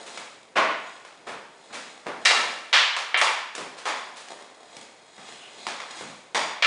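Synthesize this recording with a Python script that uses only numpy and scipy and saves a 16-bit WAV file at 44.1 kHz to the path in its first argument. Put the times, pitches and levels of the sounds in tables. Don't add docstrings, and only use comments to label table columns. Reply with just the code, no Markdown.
import sys
import numpy as np
from scipy import signal
from scipy.fft import rfft, irfft, next_fast_len
from scipy.io import wavfile
from scipy.ndimage import uniform_filter1d

SR = 44100
rng = np.random.default_rng(int(sys.argv[2]) if len(sys.argv) > 2 else 0)


def file_out(sig):
    cols = np.atleast_2d(sig).T
    lim = np.clip(cols, -1, 1)
    pcm = np.round(lim * 32767).astype(np.int16)
    wavfile.write(sys.argv[1], SR, pcm)


N = 293706
TIME = np.arange(N) / SR

# [t/s, strength/dB against an ordinary blow, weight/dB per octave below WEIGHT_BELOW_HZ,
# hardness/dB per octave above a set pitch, direct sound/dB, extra ringing/dB]
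STICK_BLOWS = [(2.2510, -8.5, 1, 9, -4.5, 18), (2.2562, -3, 1, -2, -1, 20),
               (2.7285, -0.5, -3, -0.5, -9, -28), (3.1435, -5, 1, -23, 1, 5),
               (3.1740, -32.5, -2, 19.5, -1, -20), (6.6238, -2.5, -3, -5, -4, 19)]
BALL_BLOWS = [(2.3100, -10.5, -4.5, -3.5, 1.5, -16), (2.9650, -18.5, -14, 0.2, 2, -7),
              (3.2140, -7.5, -6.5, -0.5, -0.5, 2.5), (3.8545, -13, 1.5, -1.2, -9, 3),
              (5.6675, -21, 10.5, 1, 1.5, -5), (5.8020, -26, -17, -2, 3.5, 5), (6.3470, -11, 9, 0.5, -4, 8)]
SKATE_BLOWS = [(.0640, -33.5, 1, 4.5, -4, -11), (.1750, -25.5, -4, -0.4, 3, 25),
               (1.0500, -34, -18, 0, 0.5, -1), (1.2655, -20, 2.5, -2.5, -21, -9),
               (1.6990, -32, 4, -8, -10, -1), (1.7265, -22, -2.5, 1.5, -19, 7),
               (2.0605, -17.5, 3, -5.5, -17.5, -23), (3.5510, -31, -2, 6, 2, -14),
               (3.5800, -22, 5, -1.5, 0, -19), (3.7710, -30, -19, 2.4, -15, -7),
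               (4.1600, -32, -18, 4.5, -11, -10), (4.2850, -40, -12, 2, 7, -10),
               (4.7670, -39.5, 7, 4, 7.5, 16), (5.1800, -35, 8.5, -2, -1.5, -4),
               (5.9880, -33.5, 0, 4, -9, 15), (6.0090, -25.5, 7, -7.5, 0.5, 3)]
BANG_BLOWS = [(.5550, -3, 0.0067, 0.0073, -27, 3.9)]

# [f/Hz, level/dB per Hz]
STICK_BROAD = [(70, -63), (190, -47), (460, -17.5), (1025, -5), (1650, -4), (2200, -4), (3100, -4),
               (4200, -7), (7400, -22), (10000, -33.5)]
# [f/Hz, level/dB per Hz]
BALL_BROAD = [(70, -55), (190, -26), (460, -8.5), (1025, -0.5), (2120, -6.5), (4060, -10.5), (7400, -18),
              (10000, -25)]
# [f/Hz, level/dB per Hz]
SKATE_BROAD = [(70, -36), (190, -12.5), (460, 0), (1025, -2), (2120, -5.5), (4060, -11.5), (7400, -17),
               (10000, -21)]
# [f/Hz, level/dB per Hz]
HOLLOW_BROAD = [(70, -50), (190, -14.5), (500, -0.5), (1025, -1.5), (2120, -5), (4060, -17.5),
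                (7400, -30.5), (10000, -38)]

# [f/Hz, width/Hz, level/dB over its broad sound]
STICK_MODES = [(753, 130, -6), (996, 61, -9.5), (1317, 12, 18.5), (1780, 100, 16), (2100, 230, 12.5),
               (2330, 100, 16), (2770, 55, 14), (3210, 74, 5), (3460, 130, -6), (3860, 120, -1)]
BALL_MODES = [(636, 360, 3.5), (860, 50, 3.5), (1070, 200, 2.5), (1330, 27, -3), (1930, 290, 0.5),
              (2286, 230, 2), (3450, 330, 3.5), (4760, 100, 2), (6800, 230, 6)]
SKATE_MODES = [(132, 72, 9.5), (203, 28, 8), (252, 45, 8), (330, 22, -17), (574, 190, -2), (1020, 280, -17),
               (1324, 60, -19), (2244, 100, -3), (2550, 100, -9)]
HOLLOW_MODES = [(654, 68, 3), (1050, 64, 6.5), (1125, 110, 5.5), (1468, 38, 8), (1860, 85, -7),
                (2980, 33, -2), (3620, 53, -3)]

# [t/s, rolling level/dB before skate and hall]
COASTING = [(0, -86), (1.2, -56), (3.4, -63), (3.9, -48), (4.5, -52.5), (5.05, -66), (5.8, -68),
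            (6.66, -62)]
# [t/s of the peak, swell/s, rolling level/dB, sideways scraping level/dB], levels before skate and hall
PUSHES = [(.02, 1, -40.5, -60), (.15, 0.14, -46, -42.5), (.9, 0.37, -58.5, -48.5), (1.86, 0.54, -49, -47.5),
          (2.401, 0.24, -31, -42), (4.32, .15, -42.5, -69), (4.76, 0.24, -48, -47.5),
          (5.3, 0.33, -51.5, -43), (5.62, 0.51, -48.5, -45.5), (5.97, 0.2, -66, -38.5),
          (6.1, 0.13, -53, -66)]
# [t/s, length/s, first f/Hz, last f/Hz, level/dB before the hall]
WHEEL_SQUEALS = [(5.188, 0.23, 2333, 3230, -49.5), (5.392, 0.094, 3050, 2900, -44),
                 (5.531, 0.19, 4240, 3660, -43)]

# [f/Hz, level/dB per Hz]
ROLL_COLOUR = [(40, -32), (100, -30), (200, -11), (350, -3), (600, 7), (1000, -2.5), (2000, -6.5),
               (4000, -9.5), (10000, -17)]
SCRAPE_COLOUR = [(150, -11), (600, 4), (1400, -0.5), (2400, 2.5), (3800, -0.5), (5500, -4), (7500, -4),
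                 (10000, -10.5)]
HISS_COLOUR = [(25, -12), (60, -12.5), (150, 3), (500, 12.5), (1200, 5.5), (3000, -4), (6000, -9.5),
               (10000, -11.5)]
# [f/Hz, t60/s]
HALL_DECAY = [(100, 0.83), (200, 0.72), (450, 0.57), (1000, 0.76), (2200, 0.8), (4500, 0.7), (9000, 0.53)]

WEIGHT_BELOW_HZ = 536
UNEVEN_DB = 1.5
BUILD_S = 0.0024
BUILD_HALVING_DB = 14
COAST_SCRAPE_DB = -11.5
STRIDE_RELEASE_S = 0.29
HISS_DB = -55.5
TOP_HZ = 10050


def stick_slaps():
    return blows(STICK_BLOWS, STICK_BROAD, STICK_MODES, hard_above_hz=3080.0)


def ball_knocks():
    return blows(BALL_BLOWS, BALL_BROAD, BALL_MODES, gain_db=2.0)


def skate_steps():
    return blows(SKATE_BLOWS, SKATE_BROAD, SKATE_MODES, gain_db=-0.3)


def blows(table, broad, modes, gain_db=0.0, hard_above_hz=1410.0):
    out = np.zeros(N)
    hz, broad_db = np.transpose(broad)
    octaves_below = np.clip(np.log2(WEIGHT_BELOW_HZ / hz), 0, 1.6)
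    octaves_above = np.clip(np.log2(hz / hard_above_hz), 0, 2)
    for when, strength_db, weight, hardness, direct_db, ringing_db in table:
        spectrum_db = broad_db + strength_db + weight * octaves_below + hardness * octaves_above
        extra_db = ringing_db + UNEVEN_DB * rng.standard_normal(len(modes))
        spot_modes = [(f, width, db + extra) for (f, width, db), extra in zip(modes, extra_db)]
        body = ring(np.c_[hz, spectrum_db], spot_modes)
        build_s = BUILD_S * 2 ** (-direct_db / BUILD_HALVING_DB)
        sound = signal.fftconvolve(body, hall(direct_db, build_s))
        start = int(when * SR)
        out[start:start + len(sound)] += sound[:N - start]
    return out * undb(gain_db)


def wheels(joints_per_s=140.0, joint_db=1.0, grit=0.97):
    lead = SR // 2
    t = np.arange(-lead, N) / SR
    roll_gain, scrape_gain = wheel_load(t)
    tread, bumps, slips, slip_sizes = rng.standard_normal((len(t), 4)).T
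    joint_hit = rng.random(len(t)) < joints_per_s / SR
    joints = unit(bumps * joint_hit)
    rolling = colour(tread + undb(joint_db) * joints, ROLL_COLOUR) * roll_gain
    scraping = colour(slips * np.exp(grit * slip_sizes), SCRAPE_COLOUR) * scrape_gain
    skate_body = ring([(20, 0), (TOP_HZ, 0)], SKATE_MODES)
    path = signal.fftconvolve(hall(8.9, 0.0092), skate_body)
    return signal.fftconvolve(rolling + scraping, path / np.linalg.norm(path))[lead:lead + N]


def wheel_load(t):
    coast = undb(np.interp(t, *np.transpose(COASTING)))
    roll_power = coast ** 2
    scrape_power = (coast * undb(COAST_SCRAPE_DB)) ** 2
    for peak_s, swell_s, roll_db, scrape_db in PUSHES:
        swell = (peak_s - t) / swell_s
        release = (t - peak_s) / STRIDE_RELEASE_S
        load = undb(-20 * np.maximum(swell, release))
        roll_power = roll_power + (load * undb(roll_db)) ** 2
        scrape_power = scrape_power + (load * undb(scrape_db)) ** 2
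    return np.sqrt(roll_power), np.sqrt(scrape_power)


def squeal(jitter=0.092, jitter_hz=455.0, throb_db=1.0, half_db=-7.5):
    wander = colour(rng.standard_normal(N), [(jitter_hz, 0), (2 * jitter_hz, -40)])
    throb = colour(rng.standard_normal(N), [(40, 3), (120, -76)])
    out = np.zeros(N)
    for start, length, first_hz, last_hz, level_db in WHEEL_SQUEALS:
        on = (TIME >= start) & (TIME < start + length)
        progress = (TIME[on] - start) / length
        pitch = first_hz + (last_hz - first_hz) * progress
        phase = 2 * np.pi * np.cumsum(pitch * (1 + jitter * wander[on])) / SR
        gain = np.sin(np.pi * progress) * undb(level_db + throb_db * throb[on])
        out[on] += gain * (np.sin(phase) + undb(half_db) * np.sin(phase / 2))
    path = hall(7.8, 0.005)
    return signal.fftconvolve(out, path / np.linalg.norm(path))[:N]


def hollow_bang():
    return blows(BANG_BLOWS, HOLLOW_BROAD, HOLLOW_MODES)


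def steady_hiss():
    return colour(rng.standard_normal(N), HISS_COLOUR) * undb(HISS_DB)


def hall(direct_db, build_s, hold_s=0.02, sparse=0.97, merge_s=0.071, direct=23.4, chatter_s=0.0033, size=57600):
    t = np.arange(size) / SR
    hz = np.fft.rfftfreq(size, 1 / SR)
    signs, sizes, chatter = rng.standard_normal((3, size))
    spread = sparse * np.exp(-t / merge_s)
    echoes = rfft(signs * np.exp(spread * sizes - spread ** 2))
    age = np.hypot(t, hold_s) - hold_s
    centres, t60s = np.transpose(HALL_DECAY)
    tail = np.zeros(size)
    for band, t60 in zip(np.eye(len(centres)), t60s):
        band_echoes = irfft(echoes * along(hz, np.c_[centres, band]))
        tail += band_echoes * np.exp(-np.log(1000) * age / t60)
    tail = tail * (1 - np.exp(-t / max(build_s, 1 / SR)))
    first = chatter * np.exp(-t / chatter_s)
    return tail + direct * undb(direct_db) * first / np.linalg.norm(first)


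def ring(points, modes, size=4096):
    hz = np.fft.rfftfreq(size, 1 / SR)
    power = 1 + sum(undb(db) ** 2 / (1 + (2 * (hz - f) / width) ** 2) for f, width, db in modes)
    power = power / uniform_filter1d(power, size=101)
    cepstrum = irfft(np.log(undb(along(hz, points)) * np.sqrt(power)))
    cepstrum[1:size // 2] *= 2
    cepstrum[size // 2 + 1:] = 0
    return irfft(np.exp(rfft(cepstrum)))


def colour(x, points):
    size = next_fast_len(len(x))
    gain = undb(along(np.fft.rfftfreq(size, 1 / SR), points))
    return unit(irfft(rfft(x, size) * gain, size)[:len(x)])


def along(hz, points):
    at, value = np.transpose(points)
    return np.interp(np.log(hz + 1), np.log(at), value)


def unit(x):
    return x / np.sqrt(np.mean(x ** 2))


def undb(db):
    return 10 ** (np.asarray(db) / 20)


def scene():
    struck = stick_slaps() + ball_knocks() + skate_steps()
    skating = wheels() + squeal()
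    background = hollow_bang() + steady_hiss()
    return (struck + skating + background)[None]


def record(dry, ceiling=0.87):
    rounded = ceiling * np.tanh(dry / ceiling)
    low_pass = signal.ellip(12, 0.2, 70, TOP_HZ, fs=SR, output="sos")
    return signal.sosfilt(low_pass, rounded)


dry = scene()
out = record(dry)
file_out(out)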